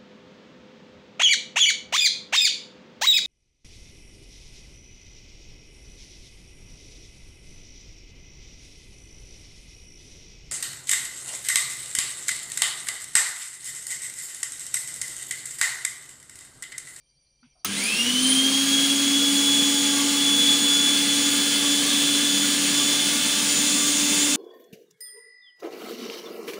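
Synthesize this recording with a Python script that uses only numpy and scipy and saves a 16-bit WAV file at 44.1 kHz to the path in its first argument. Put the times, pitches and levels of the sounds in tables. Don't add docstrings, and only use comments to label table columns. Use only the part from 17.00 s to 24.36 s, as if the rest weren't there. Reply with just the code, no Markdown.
import sys
import numpy as np
from scipy import signal
from scipy.fft import rfft, irfft, next_fast_len
from scipy.io import wavfile
from scipy.ndimage import uniform_filter1d

SR = 44100
rng = np.random.default_rng(int(sys.argv[2]) if len(sys.argv) > 2 else 0)


def linear_from_db(decibels):
    return 10 ** (np.asarray(decibels, float) / 20)


def output_pcm(signal):
    pcm = np.clip(np.atleast_2d(signal).T, -1, 1) * 32767
    wavfile.write(sys.argv[1], SR, np.round(pcm).astype(np.int16))


N = 324576
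MAINS_HZ = 50
SNAP_S = .6465


def evened(x):
    return x / np.sqrt(np.mean(x ** 2) + 1e-20)


def read(points, hz):
    f, value = np.transpose(points)
    return np.interp(np.log(hz + 1), np.log(f + 1), value)


def drift(rate_hz):
    steps = rng.standard_normal(round(N / SR * 400) + 2)
    b, a = signal.butter(2, min(rate_hz / 200, .9))
    smooth = signal.lfilter(b, a, steps)
    return evened(np.interp(np.arange(N), np.linspace(0, N, len(steps)), smooth))


def hiss(field_db, size=2048):
    hop = size // 4
    s = np.arange(N // hop + 5) * hop / SR
    hz = np.fft.rfftfreq(size, 1 / SR)
    real, imaginary = rng.standard_normal((len(s), len(hz), 2)).T
    spectrum = (real + 1j * imaginary) * linear_from_db(field_db(s[None], hz[:, None]))
    return evened(signal.istft(spectrum, nperseg=size, noverlap=size - hop)[1][:N])


def sine(turns):
    return np.sqrt(2) * np.sin(2 * np.pi * (turns + rng.random()))


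def band(x, hz, share):
    b, a = signal.butter(2, [hz / (1 + share), hz * (1 + share)], "band", fs=SR)
    return signal.lfilter(b, a, x)


def echo(x, t60):
    u = np.arange(SR // 2) / SR
    tail = rng.standard_normal(len(u)) * linear_from_db(-60 * u / t60) * (u > .004)
    return signal.oaconvolve(x, tail / np.linalg.norm(tail))[:N]


# to_gain_hz, time_constant_s
RUN_UP = [(129.5, .116), (97, .408)]


def lagging(t):
    age = np.maximum(t - SNAP_S, 0)
    return sum(hz * np.exp(-age / s) for hz, s in RUN_UP)


# time_s, brightness (0-1)
BRIGHTNESS = [(.65, 0.4), (.79, 0.9), (.9, 0), (1.5, 0), (2.5, 0.14), (4.5, 0.09), (6.25, 0.27), (6.95, 1),
              (7.36, 0.8)]


def brightness(t):
    s, near = np.transpose(BRIGHTNESS)
    return np.interp(t, s, near)


TONES = {"1": (-24.5, -0.21, -1.15), "2": (-51, -.05, .5), "3": (-46.5, -0.033, -0.42),
         "6": (-44.5, -.15, .1), "9": (-55.5, -.02, 2.33), "12": (-20.5, -0.19, -1.35),
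         "24": (-31, -0.15, -0.53)}
FADES = {"1": [(.9, 0.12, -6), (1.3, 0.43, 3.5), (3.7, 0.84, -2.5), (4.55, 0.18, -4), (6.3, 0.64, -5.5),
         (7.2, .6, 1.5)], "2": [(3.6, 1.3, -7)], "3": [(1.1, 0.66, -14), (1.9, 0.47, -7), (3.0, 0.9, 2.5),
         (5.1, 0.98, -5), (6.75, .2, -10)], "6": [(1.15, 0.52, -25), (1.75, 0.23, 8), (2.6, 2.1, -9),
         (5.9, .2, -9), (7.2, 1.3, -20)], "9": [(2.3, .25, -7), (3.6, .3, -7), (5.4, 0.62, -2),
         (6.85, .15, -9)], "12": [(.8, 0.065, 5), (.87, 0.055, 2), (1.0, .1, 0), (1.15, .08, -4),
         (1.35, 0.19, -4.5), (1.67, 0.15, -6), (2.02, 0.18, -5.5), (2.33, 0.066, -11), (2.78, 0.23, -5),
         (3.08, 0.24, -10.5), (3.6, 0.65, 5), (3.61, 0.092, -5.5), (4.35, 0.68, -3), (4.84, .07, -10),
         (5.6, 0.25, -11.5), (6.15, 0.15, -4), (6.47, .17, -25), (6.85, 0.63, -4), (7.36, 0.21, -5)],
         "24": [(.76, 0.11, 10.5), (.92, 0.1, -3), (1.08, .2, -2), (1.35, .45, -7.5), (1.88, 0.11, -8),
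         (2.17, .1, -9.5), (3.3, .25, -6), (4.0, 0.24, -13), (4.55, 0.24, -10), (4.78, 0.22, -3),
         (5.05, .4, -12), (6.2, 0.33, -16), (6.57, 0.16, 6), (6.8, .15, -8), (7.15, .4, -4)]}


def level_db(order, t):
    db, per_hz, per_s = TONES[order]
    fades = sum(depth * np.exp(-(2 * (t - s) / length) ** 2) for s, length, depth in FADES.get(order, []))
    return db + per_hz * lagging(t) + per_s * (t - SNAP_S) + fades


# centre_s, spread_s, step_hz
EASING = (6.115, .139, 2.52)
# order, far_db, near_vents_db (both at final speed)
FAINT_ORDERS = [(4, -57, -52), (5, -53, -58), (7, -58, -52), (11, -53, -50), (13, -51, -53), (25, -55, -46)]
# order, running_db, starting_current_gain_db
OVERTONES = [(36, -59, 14), (48, -60, 22), (60, -78, 29), (72, -80, 29)]


def rotor(t):
    s, spread, step = EASING
    speed = 280.9 + 1.476 * (t - SNAP_S) - lagging(t)
    speed += step / (1 + np.exp((s - t) / spread))
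    turns = np.cumsum(speed * (1 + 0.00029 * drift(11.9))) / SR
    sweep = np.clip(np.gradient(speed) * SR / 60, 0, 1)
    inrush = np.clip(1 - speed / speed[-1], 0, .3) / .3

    def flutter():
        slow = linear_from_db((1 + 2 * sweep) * drift(20))
        rough = 1 + (.1 + .4 * inrush) * drift(150)
        return slow * rough

    unbalance = linear_from_db(level_db("1", t) + 0.86 * drift(8.3)) * sine(turns)
    whine = sum(linear_from_db(level_db(k, t)) * flutter() * sine(int(k) * turns) for k in ("12", "24"))
    orders = sum(linear_from_db(level_db(k, t)) * flutter() * sine(int(k) * turns) for k in ("2", "3", "6", "9"))

    side_db = -41.5 - 1.8 * lagging(t) - 1.9 * (t - SNAP_S)
    side = linear_from_db(side_db) * flutter() * sine(turns + 4 * MAINS_HZ * t)

    near = brightness(t)
    faint = 0
    for order, far_db, near_db in FAINT_ORDERS:
        level = linear_from_db(far_db + near * (near_db - far_db) + 5.6 * drift(3.5))
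        wobble = 1 + 0.57 * drift(40)
        faint += level * (speed / speed[-1]) ** 3 * wobble * sine(order * turns)

    for order, db, start_db in OVERTONES:
        hz = order * speed
        colour = linear_from_db(37 - 29 * inrush) / (1 + ((hz - 9420) / 200) ** 2) ** 2
        colour += 1 / (1 + (hz / 11600) ** 14) / (1 + (7200 / hz) ** 6)
        whine += linear_from_db(db + start_db * inrush) * colour * flutter() * sine(order * turns)
    return unbalance + orders + side + faint + whine + linear_from_db(-3) * echo(whine * sweep, .4)


# (per Hz, relative)
ROAR = [(30, -33), (70, -23), (120, -15.5), (230, -3.5), (330, -8.5), (520, -6.5), (800, -8.5), (1500, -6),
        (2600, -2), (5000, -0.5), (7800, -6.5), (10300, -6.5), (13200, -23.5), (14700, -7), (15700, -10.5)]
# pitch_hz, change_db
THIN = [(300, 0.5), (800, -0.5), (2500, 1), (4500, -3.5), (7500, -7.5), (9300, -0.5), (15000, -9)]
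# pitch_hz, width_hz, far_db, near_vents_db
HOUSING = [(1200, 35, 5, -3), (1640, 39, 5.5, 0), (2094, 36, 7, 5), (2310, 41, 6, -0.5),
           (3220, 490, 7.5, 3.5), (4190, 470, 3.5, 0.5), (5950, 160, 2.5, 3.5), (6880, 1100, 5, 11),
           (8860, 1940, 8, 8)]
# pitch_hz, width_hz, change_db
STANDING = [(88, 6.7, 10), (141, 10, 12), (166, 7.5, 10.5), (202, 24, 9.5), (256.3, 77, 12), (326, 17, 5),
            (374, 13, 7), (393, 12.3, 8.5), (454, 20, 3), (482, 47, 3.5), (573, 130, -1.5), (686, 11, 6)]


def air(t):
    def field_db(s, hz):
        near = brightness(s)
        full = np.clip(1 - lagging(s) / 134, 0.093, 1)
        rings = sum(((1 - near) * far_db + near * near_db) / (1 + (2 * (hz - f) / w) ** 2)
                    for f, w, far_db, near_db in HOUSING)
        patches = rng.standard_normal((hz.size, s.size))
        patches = uniform_filter1d(patches, size=20, axis=0)
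        patches = evened(uniform_filter1d(patches, size=10, axis=1))
        return (1 - full) * read(THIN, hz) + rings + 0.52 * patches

    size = next_fast_len(N)
    hz = np.fft.rfftfreq(size, 1 / SR)
    kitchen_db = sum(db / (1 + (2 * (hz - f) / w) ** 2) for f, w, db in STANDING)
    ripple = evened(uniform_filter1d(rng.standard_normal(len(hz)), size=round(40 / hz[1])))
    kitchen_db += 2 * ripple * np.interp(hz, (300, 900, 3000, 7000), (0, 1, 1, .5))
    spectrum = rfft(hiss(field_db, size=1024), size)
    roar = evened(irfft(spectrum * linear_from_db(read(ROAR, hz) + kitchen_db), size)[:N])

    age = np.maximum(t - SNAP_S, 0)
    db = -24 - 0.0241 * lagging(t) + 0.3179 * age
    db += 11 * np.exp(-age / 0.011)
    return linear_from_db(db + 0.34 * drift(6.9)) * roar


# multiple of the mains, switch_on_db, running_db
HUM = [(2, -45, -72.5), (4, -32, -52), (6, -45.5, -51.5)]


def hum(t):
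    inrush = np.exp(-np.maximum(t - SNAP_S, 0) / 0.35)
    build = np.clip((t - SNAP_S) / .03, 0, 1) ** 2
    out = 0
    for multiple, start_db, run_db in HUM:
        db = run_db + (start_db - run_db) * inrush + 4.5 * drift(3.7)
        out += build * linear_from_db(db) * sine(multiple * MAINS_HZ * t)
    return out


# pitch_hz, level_db (relative), t60_s
SNAP = [(1300, -13, 0.082), (2750, -14, 0.061), (5770, -9, .02), (6480, 1, 0.022), (9600, 0, 0.012),
        (15100, 6, .008)]


def switch(t):
    age = np.maximum(t - SNAP_S, 0)
    chatter = rng.standard_normal(N) * (age > 0) * np.minimum(age / 0.00094, 1) * np.exp(-age / 0.0057)
    chatter = band(chatter, 4000, 4.2)
    u = t[:SR // 4]
    ring = sum(linear_from_db(db - 60 * u / t60) * np.sin(2 * np.pi * hz * u) for hz, db, t60 in SNAP)
    return linear_from_db(-25) * (chatter * 1.45 + 0.18 * signal.oaconvolve(chatter, ring)[:N])


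# start_s, length_s, pitch_hz (slips a second), level_db
SQUEAK = (.425, .043, 243, -56)
# start_s, decay_s, pitch_hz, level_db
RUBS = [(.426, 0.019, 1450, -61), (.427, 0.043, 900, -72), (.427, 0.06, 2400, -66), (.438, .035, 3080, -66),
        (.427, .012, 3900, -72), (.55, 0.07, 680, -69), (.555, .05, 1200, -75)]


def knob(t):
    s, length, hz, db = SQUEAK
    age = np.maximum(t - s, 0)
    swell = np.sqrt(abs(np.sin(np.pi * np.minimum(age / length, 1))))
    out = linear_from_db(db) * swell * sine(hz * age)
    for s, decay, hz, db in RUBS:
        age = np.maximum(t - s, 0)
        rub = evened(band(rng.standard_normal(N), hz, .13))
        out += linear_from_db(db) * rub * np.minimum(age / .006, 1) * np.exp(-age / decay)
    return out


# (per Hz, relative)
ROOM = [(30, -4), (140, -7), (550, -14), (1500, -26), (3000, -19), (6000, -20), (8000, -34), (9400, -19),
        (12000, -45)]
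# pitch_hz, level_db
BUZZ = [(48.4, -78), (134.6, -81), (543.7, -92), (2218, -95), (2369, -84), (3149, -85), (3801, -99),
        (4242, -86), (4640, -77), (4689, -80), (5281, -100), (5577, -82), (5722, -89), (5825, -78),
        (5922, -78), (6412, -99), (8683, -94), (9329, -80)]


def room(t):
    buzz = sum(linear_from_db(db + 4.6 * drift(17)) * sine(hz * t + 0.12 * drift(14)) for hz, db in BUZZ)
    rumble = hiss(lambda s, hz: read(ROOM, hz) + 0 * s)
    return linear_from_db(-76) * rumble + buzz


def scene():
    t = np.arange(N) / SR
    powered = np.clip((t - SNAP_S) / 0.011, 0, 1)
    motor = powered * (rotor(t) + air(t) + hum(t))
    mono = motor + switch(t) + knob(t) + room(t)
    return np.array([mono, mono])


def top_cut(x):
    return signal.sosfilt(signal.butter(12, 17070, fs=SR, output="sos"), x)


def record(dry):
    low_pass = signal.firwin(511, 15750, window=("kaiser", 9), fs=SR)
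    limited = signal.oaconvolve(dry, low_pass[None], "same")
    return top_cut(limited)


dry = scene()
out = record(dry)
output_pcm(out)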